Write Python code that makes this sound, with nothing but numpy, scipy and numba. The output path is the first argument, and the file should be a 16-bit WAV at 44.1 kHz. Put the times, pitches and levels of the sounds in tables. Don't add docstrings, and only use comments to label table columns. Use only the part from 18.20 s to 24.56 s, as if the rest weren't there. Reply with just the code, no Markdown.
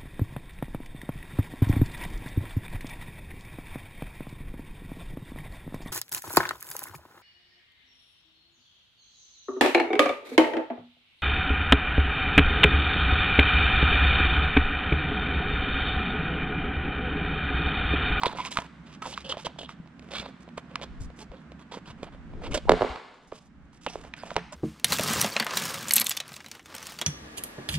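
import sys
import numpy as np
from scipy import signal
from scipy.fft import rfft, irfft, next_fast_len
from scipy.io import wavfile
from scipy.ndimage import uniform_filter1d
from numba import njit

SR = 44100
rng = np.random.default_rng(int(sys.argv[2]) if len(sys.argv) > 2 else 0)


def linear_from_db(decibels):
    return 10 ** (np.asarray(decibels, float) / 20)


def master(y):
    cut = np.clip(np.atleast_2d(y).T, -1, 1)
    pcm = np.round(cut * 32767)
    wavfile.write(sys.argv[1], SR, pcm.astype(np.int16))


N = 280299
TIME = np.arange(N) / SR
FREQ = np.maximum(np.fft.rfftfreq(N, 1 / SR), 1)


def unit(x):
    return x / np.sqrt(np.mean(x ** 2))


def read(table):
    hz, value = np.transpose(table)
    return np.interp(np.log(FREQ), np.log(hz), value)


def shape(x, gain):
    return irfft(rfft(x, N) * gain, N)


def band(x, lo_hz, hi_hz):
    return signal.sosfilt(signal.butter(2, [lo_hz, hi_hz], "band", fs=SR, output="sos"), x)


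def walk(rate):
    hold = int(SR / rate)
    levels = np.repeat(rng.standard_normal(N // hold + 1), hold)
    return uniform_filter1d(levels, hold)[:N]


@njit
def svf(x, hz, k):
    y, b, l = np.empty(len(x)), 0., 0.
    for i in range(len(x)):
        g = np.tan(np.pi * hz[i] / SR)
        v = (b + g * (x[i] - l)) / (1 + g * (g + k))
        b, l, y[i] = 2 * v - b, l + 2 * g * v, k * v
    return y


# f/Hz, level/dB per Hz
HUM = [(24, -42.5), (110, -12), (156, 1.5), (260, -1), (430, -18), (1570, -18), (4340, -39.5), (15000, -44)]
# f/Hz, likeness/0-1
LIKENESS = [(130, 1), (290, 0.95), (640, 0.58), (1410, 0.71), (3100, 0.04), (15000, 0)]


def ventilation():
    hum_db, motor_hz, motor_db = -51.5, 64.9, -10
    duck_at_s, duck_db, duck_in_s, duck_out_s = 4.686, -24.5, 0.064, 0.58
    like = np.clip(read(LIKENESS), 0, 1)
    mid, side = (rfft(rng.standard_normal(N)) * linear_from_db(read(HUM)) for _ in range(2))
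    common = mid * np.sqrt(1 + like)
    opposed = side * np.sqrt(1 - like) * np.array([[1], [-1]])
    hum = irfft(common + opposed, N)
    hum = hum / np.std(band(hum[0], 148.4, 333)) * linear_from_db(np.array([[-1.5], [1.5]]))
    motor = unit(band(rng.standard_normal(N), motor_hz - 5, motor_hz + 5))
    since = np.maximum(TIME - duck_at_s, 0)
    ducked_db = duck_db * (1 - np.exp(-since / duck_in_s)) * np.exp(-since / duck_out_s)
    flicker_db = 1.0 * walk(5)
    return (hum + linear_from_db(motor_db) * motor) * linear_from_db(hum_db + ducked_db + flicker_db)


# t/s, level/dB, half-length/s
PUFFS = [(.1, -64, 0.11), (.9, -80, 0.04), (2.57, -72, 0.025), (2.718, -47, 0.031), (2.825, -41.5, 0.056),
         (3.75, -65, 0.028), (3.96, -53.5, 0.12), (4.187, -42.5, 0.085), (4.32, -39, 0.052),
         (4.505, -33.5, 0.054), (4.644, -49.5, 0.017), (5.121, -65.5, 0.026), (5.407, -63, 0.073),
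         (5.813, -58, 0.083), (6.18, -70, 0.094)]


def draughts():
    still_air_db = -72.5
    air = unit(band(rng.standard_normal((2, N)) + 0.22 * rng.standard_normal(N), 13, 76))
    gust = linear_from_db(still_air_db + 4.1 * walk(3.6))
    for s, db, half in PUFFS:
        gust = gust + linear_from_db(db) * np.exp(-((TIME - s) / half) ** 2)
    return air * gust


BITE_S = 0.0054


def strokes(start, end, value):
    swell, first_grip = 0.31, 0.94
    held = np.zeros(N)
    for a, b, v in zip(start, end, value):
        span = held[int(a * SR):int(b * SR)]
        rise = np.linspace(first_grip, first_grip + (1 - first_grip) / swell, len(span))
        span[:] = np.maximum(span, v * np.clip(rise, 0, 1))
    keep = np.exp(-1 / (0.0082 * SR))
    bite = uniform_filter1d(held, size=int(BITE_S * SR))
    ease = signal.lfilter([1 - keep], [1, -keep], held)
    return np.maximum(bite, ease)


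def current_stroke(start):
    return np.clip(np.searchsorted(start - BITE_S, TIME) - 1, 0, None)


def fibre_grains():
    snaps_per_s, snap_db = 250, 14
    grip = linear_from_db(1.5 * walk(70) + 3 * walk(300))
    uneven = rng.standard_normal(N) * linear_from_db(2.22 * rng.exponential(size=N))
    snap = rng.random(N) < snaps_per_s / SR
    return unit(grip * uneven * (1 + linear_from_db(snap_db) * snap))


# start t/s, end t/s, hollow level/dB, hollow f/Hz, scrape level/dB re hollow
BRUSHES = [(0, 0.028, -44, 1070, -10), (0.246, 0.263, -40, 1050, -5), (0.308, 0.344, -48, 970, 3),
           (0.354, 0.404, -42.5, 950, -7.5), (0.4, 0.464, -47.5, 950, -14), (0.82, 0.88, -39.5, 1026, -11),
           (0.855, 0.914, -48, 526, 1), (1.202, 1.231, -59, 850, 0), (1.396, 1.446, -50.5, 594, -8.5),
           (2.205, 2.233, -60.5, 1037, -5), (2.374, 2.386, -38, 1050, -14.5), (2.989, 3.03, -46.5, 407, -6),
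           (3.392, 3.422, -56, 1030, -10), (3.828, 3.85, -44, 580, -14), (4.31, 4.358, -38.5, 428, -11),
           (4.342, 4.361, -33.5, 570, -3), (5.13, 5.187, -63, 612, 3.5), (5.527, 5.575, -69.5, 1350, 2.5),
           (5.611, 5.668, -67.5, 1192, 7.5), (5.685, 5.75, -48.5, 770, -4.5),
           (5.965, 6.038, -51.5, 1480, -8), (6.053, 6.113, -47.5, 605, -9), (6.12, 6.143, -63.5, 426, 2)]
# start t/s, end t/s, hollow level/dB, hollow f/Hz, scrape level/dB re hollow
SLIPS = [(0.017, 0.047, -35, 900, -18), (0.069, 0.074, -36, 900, 0), (0.173, 0.221, -39, 960, -2),
         (0.214, 0.221, -45, 867, 4.5), (0.267, 0.28, -39, 1084, 0), (0.66, 0.725, -59, 1013, -0.5),
         (0.725, 0.752, -58, 1180, 7.5), (0.917, 0.944, -49, 570, 3.5), (0.945, 0.982, -54.5, 564, -1.5),
         (0.96, 1.024, -56, 1170, 6.5), (1.045, 1.103, -45.5, 537, -2), (1.091, 1.119, -36.5, 529, 1.5),
         (1.174, 1.197, -46.5, 825, -1), (1.249, 1.262, -34.5, 500, 1.5), (1.387, 1.394, -40.5, 634, 0.5),
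         (1.487, 1.523, -51.5, 1118, 0.5), (1.908, 1.953, -41.5, 567, -2.5), (1.953, 2.012, -43, 1170, 2),
         (2.015, 2.069, -43, 554, -13.5), (2.619, 2.643, -39.5, 520, -5), (3.515, 3.555, -42, 900, -3.5),
         (3.657, 3.715, -49.5, 993, -3), (4.236, 4.273, -36.5, 520, -9.5), (4.373, 4.379, -35.5, 610, -0.5)]
# start t/s, end t/s, hollow level/dB, # hollow
# f/Hz, hiss level/dB re hollow
PRESSES = [(0.055, 0.129, -42, 476, -19), (0.155, 0.184, -40, 645, -21), (0.23, 0.25, -44.5, 950, -12),
           (1.13, 1.146, -38.5, 612, -32), (1.292, 1.308, -47.5, 573, -33), (1.817, 1.913, -57, 415, -19),
           (2.077, 2.099, -46.5, 496, -17.5), (5.204, 5.277, -69, 747, -1),
           (6.163, 6.196, -41, 1720, -33.5), (4.94, 4.98, -78.5, 800, 5), (5.026, 5.05, -79, 798, 5.5),
           (5.073, 5.1, -72, 794, 6), (2.496, 2.613, -51.5, 505, -30), (2.803, 2.853, -56.5, 438, 1),
           (5.296, 5.5, -87, 796, -3.5), (2.96, 2.995, -61, 1200, -3), (3.123, 3.156, -53, 617, -44.5),
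           (3.15, 3.224, -58, 425, -21), (3.556, 3.583, -46, 500, -18.5), (3.777, 3.84, -54, 437, -23),
           (3.862, 3.886, -49, 690, -49), (3.922, 3.954, -51, 547, -26.5), (4.11, 4.216, -61.5, 516, -31.5),
           (4.216, 4.25, -42, 643, -22), (5.754, 5.827, -49.5, 420, -12), (5.834, 5.887, -51.5, 696, -13.5),
           (6.324, 6.338, -47, 1000, 0)]
# f/Hz, width/Hz, level/dB
SCRAPE = [(2250, 1100, -4), (3350, 2200, 8), (4000, 210, 5.5), (4650, 1100, -2), (3500, 8900, 2)]


def rubbing(grains):
    slip_hiss_db, brush_hiss_db, press_scrape_db = -23, -2, -17
    rubs = [(a, b, db + rel, db, db + rel + slip_hiss_db, hz) for a, b, db, hz, rel in SLIPS]
    rubs += [(a, b, db + rel, db, db + rel + brush_hiss_db, hz) for a, b, db, hz, rel in BRUSHES]
    rubs += [(a, b, db + press_scrape_db, db, db + rel, hz) for a, b, db, hz, rel in PRESSES]
    start, end, scrape_db, hollow_db, hiss_db, hollow_hz = np.transpose(sorted(rubs))
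    walls = np.zeros(N)
    for k, (hz, width, db) in enumerate(SCRAPE):
        walls += (-1) ** k * linear_from_db(db) * svf(grains, np.full(N, 1. * hz), width / hz)
    cavity_hz = hollow_hz[current_stroke(start)] * (1 + 0.03 * walk(60))
    cavity = svf(grains, cavity_hz, 0.12) + 0.35 * band(grains, 240, 1374)
    scrape = strokes(start, end, linear_from_db(scrape_db)) * unit(walls)
    hollow = strokes(start, end, linear_from_db(hollow_db)) * unit(cavity)
    hiss = strokes(start, end, linear_from_db(hiss_db + 5.5)) * unit(band(grains, 5700, 12000))
    return scrape + hollow + hiss


def singing(table, grains, width, wander):
    start, end, hz, db = np.transpose(table)
    wall_hz = hz[current_stroke(start)] * (1 + wander * walk(45))
    voice = svf(svf(grains, wall_hz, width), wall_hz, width)
    return strokes(start, end, linear_from_db(db)) * unit(voice)


# start t/s, end t/s, f/Hz, level/dB
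DRONES = [(0.018, 0.028, 1130, -42), (0.052, 0.062, 974, -19), (0.192, 0.206, 958, -26.5),
          (0.21, 0.25, 980, -45), (0.823, 0.85, 1250, -43), (1.045, 1.12, 536, -47),
          (1.249, 1.262, 513, -33.5), (1.96, 2.0, 2250, -51.5), (3.0, 3.03, 854, -54),
          (3.115, 3.15, 525, -42.5), (4.362, 4.371, 340, -41), (4.255, 4.27, 780, -53.5),
          (4.345, 4.362, 604, -32), (4.372, 4.39, 606, -39), (4.474, 4.482, 800, -31.5),
          (4.484, 4.492, 900, -28), (6.322, 6.34, 606, -50)]


def drones(grains):
    return singing(DRONES, grains, width=0.089, wander=0.017)


def blows(table, modes, panel_wave, delay_s, rattle_db):
    crack_s, rattle_t60_s = 0.0014, 0.0977
    out, t = np.zeros(N + 8192), np.arange(8192) / SR
    mode_hz, mode_db, mode_t60 = np.transpose(modes)[:, :, None]
    for s, peak_db, hz, edge_db, contact, body_db in table:
        chance = rng.standard_normal((2, len(modes), 1))
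        share_db = mode_db - 5.5 * np.abs(np.log2(mode_hz / hz)) + 2.0 * chance[0]
        swing = np.sin(2 * np.pi * mode_hz * (1 + 0.0054 * chance[1]) * t)
        ring = (swing * linear_from_db(share_db - 60 * t / mode_t60)).sum(axis=0)
        sweep = np.sin(2 * np.pi * (1700 * t + 3.84 * (1 - np.exp(-t / 0.00078))))
        crack = sweep + 0.72 * band(rng.standard_normal(len(t)), 1200, 12000)
        crack = crack * np.exp(-t / crack_s) * (1 - np.exp(-t / 0.0016))
        blow = panel_wave(t, hz, edge_db, contact) + linear_from_db(body_db) * ring * (1 - np.exp(-t / 0.00033))
        blow = blow / np.abs(blow).max() + linear_from_db(edge_db) * crack / np.abs(crack).max()
        rattle = unit(band(rng.standard_normal(len(t)), 370, 2850)) * linear_from_db(rattle_db - 60 * t / rattle_t60_s)
        blow = blow + rattle * (1 - np.exp(-t / 0.0041))
        at = int((s + delay_s) * SR)
        out[at:at + len(t)] += linear_from_db(peak_db) * blow
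    return out[:N]


def card_wave(t, hz, edge_db, contact):
    sag, sag_s = 0.54, 0.0011
    turn = 2 * np.pi * hz * (0.808 * t + sag * sag_s * (1 - np.exp(-t / sag_s)))
    return np.sin(turn) * np.exp(-(t / contact) ** 3) * (1 - np.exp(-t / (0.26 * contact)))


# t/s, peak level/dB, panel f/Hz, edge click level/dB re peak
TOUCHES = [(0.019, -38, 1060, -31), (0.149, -29, 613, -24), (0.249, -30.5, 2200, 6), (0.273, -45, 1110, -1),
           (0.323, -43, 2170, 16.5), (0.822, -36.5, 1210, -20), (0.854, -28, 1010, -13),
           (0.868, -33, 900, -15), (0.927, -33.5, 950, -11), (0.858, -25.5, 950, -12),
           (1.409, -33, 640, -22), (1.43, -31, 590, -7), (1.793, -41.5, 415, 1.5), (1.887, -42, 540, -3),
           (1.909, -48, 563, -10), (2.06, -27.5, 770, -11), (2.277, -36.5, 600, -20),
           (2.613, -30.5, 550, -1), (2.901, -36.5, 540, -15), (3.116, -32.5, 570, -15),
           (3.318, -34.5, 555, -7.5), (3.393, -48, 1010, 0.5), (3.52, -30.5, 520, -15.5),
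           (3.571, -27, 435, -28), (4.453, -30, 397, -29.5), (5.848, -32, 620, -11), (6.156, -29, 680, -7),
           (5.724, -58, 2120, 3.5), (0.132, -30.5, 630, -22), (0.185, -23, 950, -22.5),
           (0.193, -26, 950, -13), (0.201, -25, 1010, -16), (0.318, -40, 1100, -1), (1.36, -41, 700, -23),
           (1.387, -31.5, 700, -3), (4.135, -37, 649, -20.5), (4.264, -33.5, 850, -15.5),
           (0.272, -38, 2990, 1), (1.658, -44, 786, -15), (1.673, -48, 800, 0), (1.823, -49.5, 600, 2.5),
           (2.288, -41, 695, -3.5), (2.597, -36, 1040, -26), (2.621, -35.5, 590, 3),
           (2.988, -37.5, 410, -1), (5.117, -41, 900, -5), (5.53, -50.5, 1014, -6), (5.611, -59, 1210, -7),
           (6.329, -34, 1050, -10.5)]
# t/s, peak level/dB, panel f/Hz, edge click level/dB re peak, contact/s
KNOCKS = [(0.033, -9.5, 960, -7, 0.0022), (0.057, -20.5, 1100, 4, 0.0017), (0.064, -14.5, 516, -6, 0.0037),
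          (0.37, -11.5, 1250, -5, 0.0024), (0.386, -13, 810, -11, 0.00063),
          (0.975, -22, 1285, -5.5, 0.0027), (1.122, -24, 1250, -12, 0.0027), (1.169, -26, 685, -10, 0.0038),
          (1.267, -17, 700, -13, 0.0017), (1.491, -26.5, 1135, -12, 0.0022), (2.377, -23, 600, -10, 0.0032),
          (2.555, -20.5, 1256, 0, 0.0029), (3.83, -20.5, 463, -13, 0.0023), (4.344, -19, 640, -21, 0.0039),
          (4.374, -26.5, 700, -14.5, 0.0074), (4.381, -32.5, 640, -25.5, 0.006),
          (4.352, -24, 576, -10, 0.0025), (4.356, -30, 557, -5, 0.0035), (4.758, -26, 936, -7, 0.0014),
          (5.1205, -31, 983, -20, 0.0026), (4.4855, -25.5, 1050, -28, 0.011),
          (5.663, -18.5, 1010, -4, 0.0012), (5.937, -24, 1900, -6.5, 0.0013),
          (6.034, -24.5, 724, -18, 0.0027), (6.104, -26, 1430, -8, 0.0026),
          (6.114, -27.5, 690, -12, 0.0041), (6.1632, -13.5, 900, -2, 0.0014),
          (6.175, -29.5, 900, -17, 0.002), (6.179, -23.5, 527, -22, 0.0022)]
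# f/Hz, level/dB, t60/s
BOX = [(250, 5.5, 0.017), (500, -11.5, 0.033), (682.4, -11, 0.08), (950, 3.5, 0.02), (1250, -14, 0.045),
       (1840, -8, 0.011), (2424, -9.5, 0.043), (3100, 4.5, 0.007), (3470, -21.5, 0.0047)]


def taps():
    touch_contact_s, ring_db = 0.0025, -9.0
    struck = sorted(KNOCKS + [(*touch, touch_contact_s) for touch in TOUCHES])
    struck = [(*tap, ring_db) for tap in struck]
    return blows(struck, BOX, card_wave, delay_s=0.001114, rattle_db=-27.5)


# start t/s, end t/s, f/Hz, level/dB
SQUEAKS = [(0.021, 0.026, 3500, -34.5), (0.056, 0.061, 3600, -32), (0.063, 0.066, 3600, -22),
           (0.071, 0.083, 3480, -46), (0.1, 0.155, 3500, -54), (0.184, 0.225, 2135, -41.5),
           (0.254, 0.26, 2250, -39), (0.317, 0.327, 2250, -46.5), (0.328, 0.336, 4000, -49.5),
           (0.937, 0.943, 3100, -35.5), (1.043, 1.095, 2860, -43), (1.095, 1.122, 2930, -30.5),
           (1.249, 1.26, 2780, -38), (1.387, 1.4, 3100, -38), (1.41, 1.422, 3100, -43.5),
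           (1.43, 1.456, 3100, -47.5), (1.94, 1.955, 3250, -39), (1.957, 1.975, 3350, -36.5),
           (1.979, 2.002, 3450, -38.5), (2.028, 2.085, 3300, -55.5), (2.62, 2.642, 3220, -43.5),
           (3.01, 3.03, 3580, -54), (3.15, 3.195, 3270, -63), (3.4, 3.43, 3190, -64),
           (3.52, 3.535, 3240, -46.5), (3.665, 3.68, 3150, -52), (4.25, 4.262, 2230, -42),
           (4.32, 4.33, 2200, -39.5), (4.34, 4.352, 2700, -35), (4.351, 4.362, 1470, -32),
           (4.373, 4.381, 3210, -37.5), (5.665, 5.669, 2770, -31), (5.675, 5.692, 2730, -47),
           (5.7, 5.74, 5970, -53.5), (5.986, 6.014, 5000, -53.5), (6.1645, 6.168, 3190, -31.5)]


def squeaks(grains):
    return singing(SQUEAKS, grains, width=.27, wander=.015)


# t/s, peak level/dB, f/Hz, length/s
THUMPS = [
    (3.1, -42, 57, .025),
    (2.807, -32, 108, 0.017),
    (2, -33.5, 222, 0.0086),
    (4.7, -36, 70, 0.029),
    (4.303, -35.5, 32, .03),
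    (4.345, -32, 40, 0.027),
    (3.7, -41, 137, .012),
    (1.6, -36, 198, 0.012),
]


def thumps():
    left_db, sag = 4, .3
    out = np.zeros(N)
    for s, db, hz, length in THUMPS:
        t = np.arange(int(3 * length * SR)) / SR
        turn = 2 * np.pi * hz * t * (1 - sag * t / (3 * length))
        swing = -np.sin(turn) * np.exp(-(t / length) ** 2)
        out[int(s * SR):int(s * SR) + len(t)] += linear_from_db(db) * swing
    return out * linear_from_db(np.array([[.5], [-.5]]) * left_db)


# t/s, f/Hz, level/dB
SUCTION = [
    (4.1, 56.7, -62),
    (4.16, 60.6, -59.5),
    (4.2, 81.3, -56),
    (4.25, 124, -62),
    (4.29, 83, -52.5),
    (4.351, 50.5, -50.5),
    (4.389, 45.6, -49.5),
]


def suction():
    s, hz, db = np.transpose(SUCTION)
    ring = unit(svf(rng.standard_normal(N), np.interp(TIME, s, hz), 1.0))
    rush = unit(band(rng.standard_normal(N), 160, 436))
    return (ring + linear_from_db(10.5) * rush) * linear_from_db(np.interp(TIME, s, db, left=-120, right=-120))


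def table_wave(t, hz, edge_db, contact):
    first_hz, half_s, length_s = 1760, .00108, .0034
    spread = np.sin(2 * np.pi * first_hz * half_s * np.log(1 + t / half_s))
    fade = np.exp(-(t / length_s) ** 4) + .3 * np.exp(-(t / length_s / 2) ** 2)
    return spread * fade * (1 - np.exp(-t / (contact * linear_from_db(-edge_db / 2)))) ** 2


# t/s, peak level/dB, panel #
# f/Hz, edge click level/dB re peak, ring level/dB
BOUNCES = [(4.4838, -20, 850, -26, -22), (5.1234, -24.5, 600, -28, -18), (4.4939, 2, 700, -14, -20),
           (4.507, -8, 480, -28, -19), (4.5184, -4, 440, -10, -12), (4.5371, -13, 480, -36, -20),
           (4.572, -24, 500, -36, -16), (4.6091, -12, 650, -24, -21), (4.6193, -8, 660, -19, -16),
           (4.6275, -11.5, 660, -24, -20), (4.641, -22, 650, -36, -20), (4.6462, -14, 660, -36, -19),
           (4.671, -29, 300, -36, -20), (5.6676, -23, 500, -20, -24), (5.6714, -22, 500, -25, -24),
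           (5.7555, -21, 500, -24, -24), (6.1657, -14, 520, -14, -16)]
# f/Hz, level/dB, t60/s
LID = [(175.2, -1, 0.29), (252.4, -2.5, 0.2), (310, -11.5, 0.0096), (436, 4, 0.13), (540, 6, 0.028),
       (612, -3, 0.1), (696, -1, 0.029), (770, -4, 0.044), (900, -15, 0.038), (1130, -12.5, 0.049),
       (1486, -25, 0.05), (1915, -32, 0.037), (2780, -33, 0.027)]


def lid_drop():
    corner_contact_s = 0.00013
    landings = [(s, db, hz, edge, corner_contact_s, ring) for s, db, hz, edge, ring in BOUNCES]
    return blows(landings, LID, table_wave, delay_s=0, rattle_db=-35.5)


# f/Hz, t60/s, level/dB
ROOM = [(206, 0.98, -24), (500, 0.43, -24), (1290, 0.82, -16.5), (2665, 1, -16), (6540, 1, -23),
        (11100, 0.4, -34.5)]


def room(x):
    t, tails = np.arange(SR) / SR, 0
    for hz, t60, wet_db in ROOM:
        noise = band(rng.standard_normal((2, SR)), hz / 1.66, hz * 1.92)
        tails = tails + noise * linear_from_db(wet_db - 60 * t / t60) * np.clip(t / 0.012 - .3, 0, 1)
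    tails = tails + .5 * tails[::-1]
    return signal.fftconvolve(x[None], tails * linear_from_db(-13.5), axes=1)[:, :N]


# t/s, level/dB
TAIL_LEVEL = [
    (4.49, -28.5),
    (4.5, -15.5),
    (4.64, -8.5),
    (4.72, -5.5),
    (4.8, -9.5),
    (5.099, -7.5),
    (5.4, -33),
    (6.16, -19.5),
    (6.18, -20.5),
    (6.36, -23),
]


def swell_tail(tail):
    s, db = np.transpose(TAIL_LEVEL)
    return tail * linear_from_db(np.interp(TIME, s, db))


def stirred(tail):
    swing_rad, changes_per_s, split_hz = 1.6, 700, 1800
    treble = signal.sosfilt(signal.butter(4, split_hz, "high", fs=SR, output="sos"), tail)
    body = signal.sosfilt(signal.butter(4, split_hz, fs=SR, output="sos"), tail)
    turning = np.exp(1j * swing_rad * walk(changes_per_s))
    return body + np.real(signal.hilbert(treble, next_fast_len(N))[:, :N] * turning)


# f/Hz, level/dB
LEFT_SHADE = [(60, -1), (300, -4.5), (1500, -3.4), (2800, -2.6), (6000, -4.5), (10000, -7), (14000, -9)]


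def left_port(direct):
    lag, scatter_db, scatter_s = 2.53, -4, 0.00088
    paths = rng.standard_normal(256) * np.exp(-np.arange(256) / SR / scatter_s)
    bent = np.convolve(band(direct, 5000, 17000), paths / np.linalg.norm(paths))[:N]
    bent = bent * walk(460)
    shade = linear_from_db(read(LEFT_SHADE) - 2 * (FREQ > 5500))
    return shape(direct + linear_from_db(scatter_db) * bent, shade * np.exp(-2j * np.pi * FREQ * lag / SR))


# f/Hz, level/dB
MIC = [(40, 6), (300, 2), (1500, 2), (4000, 5), (8000, -1.5), (12000, -18), (15800, -22), (17000, -42.5)]


def scene():
    background = ventilation() + draughts()
    grains = fibre_grains()
    box = rubbing(grains) + drones(grains) + taps() + squeaks(grains)
    background = background + thumps() + suction()
    drop = lid_drop()
    direct = box + drop
    tail = swell_tail(room(box + linear_from_db(-6.5) * drop))
    ports = linear_from_db(0.5) * np.array([left_port(direct), direct])
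    return shape(ports + background + stirred(tail), linear_from_db(read(MIC)))


def roll_off(x):
    return signal.sosfilt(signal.butter(12, 16100, fs=SR, output="sos"), x)


def record(dry):
    mix = np.tanh(0.61 * dry) / 0.76
    return roll_off(mix)


dry = scene()
out = record(dry)
master(out)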